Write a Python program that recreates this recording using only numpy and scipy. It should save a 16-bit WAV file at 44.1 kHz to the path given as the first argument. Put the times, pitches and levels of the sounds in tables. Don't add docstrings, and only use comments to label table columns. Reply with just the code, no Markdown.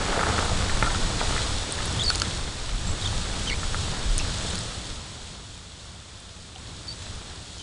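import sys
import numpy as np
from scipy import signal
from scipy.fft import rfft, irfft
from scipy.io import wavfile
from scipy.ndimage import uniform_filter1d

SR = 44100
rng = np.random.default_rng(int(sys.argv[2]) if len(sys.argv) > 2 else 0)


def output_pcm(signal):
    pcm = np.clip(np.atleast_2d(signal).T, -1, 1) * 32767
    wavfile.write(sys.argv[1], SR, np.round(pcm).astype(np.int16))


N = 336042
T = np.arange(N) / SR

# [t/s, attack/s, hold/s, release/s (time to fall 30 dB), level/dB]
RUB_STROKES = [(0, 0.14, 0.26, .45, -30), (0.827, .02, 0.055, .12, -36), (1.182, .03, .04, .1, -39),
               (1.31, .03, 0.04, .15, -48)]
# [f/Hz, relative density/dB]
RUB_SPECTRUM = [(250, -19), (450, 0.5), (630, 0), (900, 2), (1050, -6), (1280, 1.5), (1600, -6),
                (2300, -14), (3000, -41)]
# [t/s, level/dB]
BACKGROUND_LEVEL = [(0, -31.5), (.8, -32), (1.2, -31.5), (1.38, -30), (1.57, -33.5), (1.8, -33),
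                    (2.25, -32.5), (2.52, -36.5), (2.74, -36.5), (3.05, -34), (4.39, -33.5), (4.55, -33.5),
                    (4.79, -38), (5.47, -45), (6.07, -46.5), (6.54, -46.5), (6.68, -44), (7.05, -41.5),
                    (7.62, -44.5)]
# [f/Hz, relative density/dB]
BUFFET_SPECTRUM = [(6, -39), (12, -2), (25, -5), (45, -6.5), (70, -24), (120, -72)]
# [f/Hz, relative density/dB]
RUMBLE_SPECTRUM = [(30, -38), (50, -1.5), (85, 1.5), (120, -3.5), (145, -10), (178, -7), (210, -16.5),
                   (330, -17), (450, -36)]
# [t/s, buffeting change/dB, rumble change/dB]
WIND_GUSTS = [(.33, -7, 6.5), (.57, 9, 4), (0.741, 7, -2), (.85, 3.5, 2.5), (1.04, 7, 0), (1.29, 5.5, -3.5),
              (1.62, 5.5, -4), (1.72, -9, -3.5), (1.96, -17, 6), (2.28, -13, 2.5), (2.46, 7.5, 2),
              (2.62, 5, -2), (2.76, 10, 0.5), (2.91, 9.5, 7), (3.14, 4.5, 2.5), (3.58, 3, 3), (3.71, 6, -2),
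              (3.99, 6.5, -3), (4.11, 15.5, 0.5), (4.23, 6, 0.5), (4.38, -2, -2), (4.61, -9, 0.5),
              (4.92, 9, 1), (5.22, 3, -3), (6.66, 2, 2), (7.14, 12, 1.5)]
# [f/Hz, relative density/dB]
RUSTLE_SPECTRUM = [(120, -13), (200, 0.5), (291, -5), (463, -2.5), (561, -4), (1020, -5.5), (1340, -5),
                   (1970, -9), (3000, -14.5), (3900, -44), (6600, -120)]
# [f/Hz, relative density/dB]
HISS_SPECTRUM = [(1500, -28), (2300, -12.5), (2700, -8), (3600, -1.5), (4400, -4), (5600, -7), (6500, -9.5),
                 (8200, -8.5), (9500, -19.5), (10400, -7), (12000, -1)]
# [f/Hz, width/Hz, gain of the bump/dB]
HISS_BUMPS = [(3370, 140, -12.5), (4330, 110, -13), (6780, 240, -3.5), (8100, 150, -16), (9100, 250, 1)]
# [f/Hz, amplitude relative to the hiss/dB]
WHINE_TONES = [(7837, -17), (7897, -22.5)]
# [t/s, peak level/dB, f driven by the contact/Hz, spread/octaves]
HANDLE_KNOCKS = [(0.165, -17, 1260, .3), (.177, -14, 560, 0.43), (0.2097, -12, 1320, 0.42),
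                 (0.2367, -14.5, 1570, 0.26), (0.2683, -13.5, 1330, 0.34), (0.3812, -13, 1370, 0.23),
                 (.426, -18, 869, 0.57), (.516, -20, 514, 0.49), (0.696, -13, 1670, .3),
                 (0.826, -4, 1180, .7), (.8444, -15, 1350, .34), (.862, -19, 1500, .3),
                 (.867, -20, 1300, .12), (.873, -18.5, 1340, .12), (.881, -22, 1290, 0.091),
                 (.9043, -18, 1620, .3), (.948, -20, 1280, 0.089), (1.2046, -18.5, 2290, 0.29),
                 (1.229, -20, 649, .37), (1.3254, -16, 1280, 0.42), (1.3641, -15, 1440, 0.35),
                 (1.379, -15, 1870, .32), (1.3928, -21.5, 1320, .23), (1.788, -24.5, 1750, .08),
                 (1.8046, -19.5, 1400, 0.42), (2.103, -15.5, 1360, 0.052), (2.2187, -15.5, 1440, 0.092),
                 (2.6922, -27, 1480, 0.25), (3.632, -21.5, 1460, 0.28), (3.7453, -14, 1310, 0.32),
                 (4.2503, -25, 1490, .3), (4.2944, -26, 1590, .27), (4.449, -24, 516, 0.28),
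                 (6.559, -40, 735, .05)]
# [f/Hz, relative level/dB, t60/s]
BODY_MODES = [(493, 0, 0.044), (652, 1, .05), (750, -26, 0.1), (897, 1, 0.061), (1306, -2, 0.058),
              (1390, 2.5, 0.042), (1520, -1, 0.023), (1760, 8, 0.021), (2070, 5, 0.035), (2350, 5, 0.037)]
# [t/s, length/s, first f/Hz, last f/Hz, level before flutter/dB]
LINE_SLIPS = [(.17, .085, 10250, 9900, -47), (1.99, 0.015, 3150, 3400, -28.5),
              (2.0, 0.017, 3540, 3600, -27), (2.013, .012, 3400, 3320, -27),
              (2.022, 0.017, 3850, 3890, -29), (2.041, 0.0067, 5040, 4800, -26),
              (2.048, .007, 4650, 4600, -23), (2.061, 0.013, 4570, 4400, -26),
              (2.077, .012, 4450, 4400, -21), (2.088, .017, 4420, 4430, -20),
              (2.868, .016, 7520, 7400, -36), (2.89, .014, 7700, 7850, -37), (2.909, .014, 7620, 7620, -36),
              (3.021, .012, 3800, 3800, -31), (3.04, .018, 3300, 3330, -35), (3.054, .018, 3740, 3380, -29),
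              (3.07, 0.014, 3100, 3150, -32.5), (3.471, .011, 3180, 3060, -30),
              (3.482, 0.01, 3140, 3100, -31), (3.493, .012, 2930, 2770, -31),
              (3.498, 0.026, 2370, 2040, -34), (3.519, 0.022, 2250, 2100, -32),
              (3.536, .012, 2250, 2500, -39), (4.197, .006, 2620, 2600, -33),
              (4.205, 0.013, 2740, 2680, -34), (6.878, .023, 4530, 4580, -32.5),
              (6.9, .018, 4400, 4670, -35), (6.915, 0.016, 4620, 4650, -37),
              (7.588, 0.034, 3230, 3000, -45)]
# [t/s, peak level/dB, centre f/Hz]
GEAR_TICKS = [(1.723, -11, 9400), (1.8574, -20, 9600), (1.8801, -23, 5970), (2.0368, -18, 8100),
              (2.0595, -20, 5000), (2.1114, -26, 9140), (2.1335, -22, 9800), (2.142, -28, 6900),
              (2.15, -16, 4500), (2.1674, -31, 8350), (2.2523, -23, 3640), (2.692, -30, 3130),
              (3.0744, -26, 6400), (4.1884, -16, 6560), (4.1934, -21, 5910), (4.3854, -22.5, 6860),
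              (4.5027, -22, 8700), (4.5805, -21, 4900), (4.5894, -19.5, 8150), (4.6099, -25, 4960),
              (4.636, -27, 6500), (6.2023, -34, 8310), (6.2915, -34, 3760), (6.56, -31.5, 3100),
              (7.5827, -30, 6060), (7.5994, -33, 5500)]
# [t/s, level/dB, tilt/(dB per octave)]
BAIL_SNAPS = [(2.1016, -11.5, -1.5), (2.156, -17, 1), (2.199, -18.5, 5), (2.2184, -10, -2.5),
              (4.18, -25.5, 16.5), (4.555, -23, 3)]
# [f/Hz, relative level/dB, t60/s]
BAIL_MODES = [(2960, -6.5, 0.01), (4670, 0.5, 0.0099), (6620, -4, 0.018), (8330, -14.5, 0.0058),
              (10100, -2.5, 0.0054)]

RUSTLE_DB, RUMBLE_DB, BUFFET_DB = -4, 0, -0.5
RUSTLE_START_DB, RUSTLE_SETTLE_S = 5.5, 0.9
CALM_S, CALM_OVER_S, CALM_DB = 4.48, 0.5, -8
GUST_S = 0.051
SLIP_SWELL = 0.67
TICK_T60_S, TICK_REF_HZ, TICK_DAMPING = 0.012, 4600, 1
TOP_HZ = 11450


def undb(db):
    return 10 ** (np.asarray(db) / 20)


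def unit(x):
    return x / np.sqrt(np.mean(x ** 2))


def colour(x, points, peaks=()):
    hz = np.maximum(np.arange(N // 2 + 1) * SR / N, 1)
    point_hz, point_db = np.transpose(points)
    gain = undb(np.interp(np.log(hz), np.log(point_hz), point_db, left=-90, right=-90))
    bumps = 1 + sum(undb(db) / (1 + (2 * (hz - centre) / width) ** 2) for centre, width, db in peaks)
    return unit(irfft(rfft(x) * gain * bumps, N))


def walk(rate, count=N):
    hold = int(SR / rate)
    held = np.repeat(rng.standard_normal(count // hold + 1), hold)
    smooth = uniform_filter1d(uniform_filter1d(held, hold), hold)
    return 1.3 * smooth[:count]


def crackle(per_s, scatter_db):
    grains = (rng.random(N) < per_s / SR) * undb(scatter_db * rng.exponential(size=N))
    decay = np.exp(-T[:200] / 0.00084)
    return rng.standard_normal(N) * (1 + np.convolve(grains, decay)[:N])


def add(out, s, x):
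    i = int(s * SR)
    out[i:i + len(x)] += x[:N - i]


def follow(rows):
    s, *columns = np.transpose(rows)
    return [np.interp(T, s, column) for column in columns]


def rub():
    strokes = np.zeros(N)
    for s, attack, hold, release, db in RUB_STROKES:
        rise = np.clip((T - s) / attack, 0, 1)
        since_hold = np.maximum(T - s - attack - hold, 0)
        strokes += undb(db) * rise * 1000 ** (-since_hold / (2 * release))
    return colour(crackle(250, 3.9), RUB_SPECTRUM) * strokes


def wind():
    background_db, = follow(BACKGROUND_LEVEL)
    s, *lift_db = np.transpose(WIND_GUSTS)
    gusts = np.exp(-((T[None] - s[:, None]) / GUST_S) ** 2)
    buffet_db, rumble_db = background_db + lift_db @ gusts
    buffet_db = buffet_db + BUFFET_DB + CALM_DB * np.clip((T - CALM_S) / CALM_OVER_S, 0, 1)
    rumble_db = rumble_db + RUMBLE_DB + 0.92 * walk(8)
    buffet = colour(rng.standard_normal(N), BUFFET_SPECTRUM) * undb(buffet_db)
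    rumble = colour(rng.standard_normal(N), RUMBLE_SPECTRUM) * undb(rumble_db)
    return buffet + rumble


def air():
    hiss_db, = follow(BACKGROUND_LEVEL)
    rustle_db = hiss_db + RUSTLE_DB + RUSTLE_START_DB * np.exp(-T / RUSTLE_SETTLE_S)
    rustle = colour(crackle(40, 2.0), RUSTLE_SPECTRUM) * undb(rustle_db + 0.52 * walk(12))
    whine = np.zeros(N)
    for hz, db in WHINE_TONES:
        wavering_hz = hz + 1.52 * walk(2)
        whine += undb(db) * np.sin(2 * np.pi * np.cumsum(wavering_hz) / SR)
    hiss = colour(crackle(30, 0.83), HISS_SPECTRUM, HISS_BUMPS) * undb(0.73 * walk(14))
    return rustle + (hiss + whine) * undb(hiss_db)


def knocks():
    out, t = np.zeros(N), T[:4000]
    hz, db, t60 = np.transpose(BODY_MODES)[:, :, None]
    detunes = rng.standard_normal((len(HANDLE_KNOCKS), len(BODY_MODES), 1))
    for (s, peak_db, drive_hz, spread), detune in zip(HANDLE_KNOCKS, detunes):
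        octaves_off = np.log2(hz / drive_hz)
        gains = undb(db) * np.exp(-0.5 * (octaves_off / max(spread, 0.05)) ** 2)
        modes = np.sin(2 * np.pi * hz * (1 + 0.016 * detune) * t) * 1000 ** (-t / t60)
        ring = (gains * modes).sum(axis=0)
        add(out, s, undb(peak_db) * ring / np.abs(ring).max())
    return out


def squeaks():
    out = np.zeros(N)
    for s, length, first_hz, last_hz, level_db in LINE_SLIPS:
        gone = T[:int(length * SR)] / length
        hz = first_hz + (last_hz - first_hz) * gone
        rough = min((3200 / hz.mean()) ** 2, 1.4)
        waver = 1 + 0.02 * rough ** 2 * walk(500, count=len(hz))
        phase = 2 * np.pi * np.cumsum(hz * waver) / SR
        flutter = 1 + 0.45 * rough * walk(500, count=len(hz))
        grip = undb(level_db) * np.sin(np.pi * gone) ** SLIP_SWELL * flutter
        octave = undb(-11.5) * rough ** 2 * np.sin(2 * phase)
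        add(out, s, grip * (np.sin(phase) + octave) * np.sqrt(2))
    return out


def ticks():
    out, t = np.zeros(N), T[:1800]
    contacts = [(s, db, hz, TICK_T60_S * (TICK_REF_HZ / hz) ** TICK_DAMPING) for s, db, hz in GEAR_TICKS]
    for s, snap_db, tilt_db in BAIL_SNAPS:
        for hz, db, t60 in BAIL_MODES:
            peak_db = snap_db + db + tilt_db * np.log2(hz / TICK_REF_HZ)
            contacts.append((s, peak_db, hz, t60))
    detunes = rng.standard_normal((len(contacts), 3, 1))
    for (s, peak_db, hz, t60), detune in zip(contacts, detunes):
        partials = np.sin(2 * np.pi * hz * (1 + 0.075 * detune) * t)
        ring = partials.sum(axis=0) * 1000 ** (-t / t60)
        ring *= 1 - np.exp(-t / 0.00013)
        add(out, s, undb(peak_db) * ring / np.abs(ring).max())
    return out


def scene():
    mono = rub() + wind() + air() + knocks() + squeaks() + ticks()
    return np.array([mono, mono])


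def record(dry):
    return signal.sosfilt(signal.cheby2(14, 75, TOP_HZ, fs=SR, output="sos"), dry)


dry = scene()
out = record(dry)
output_pcm(out)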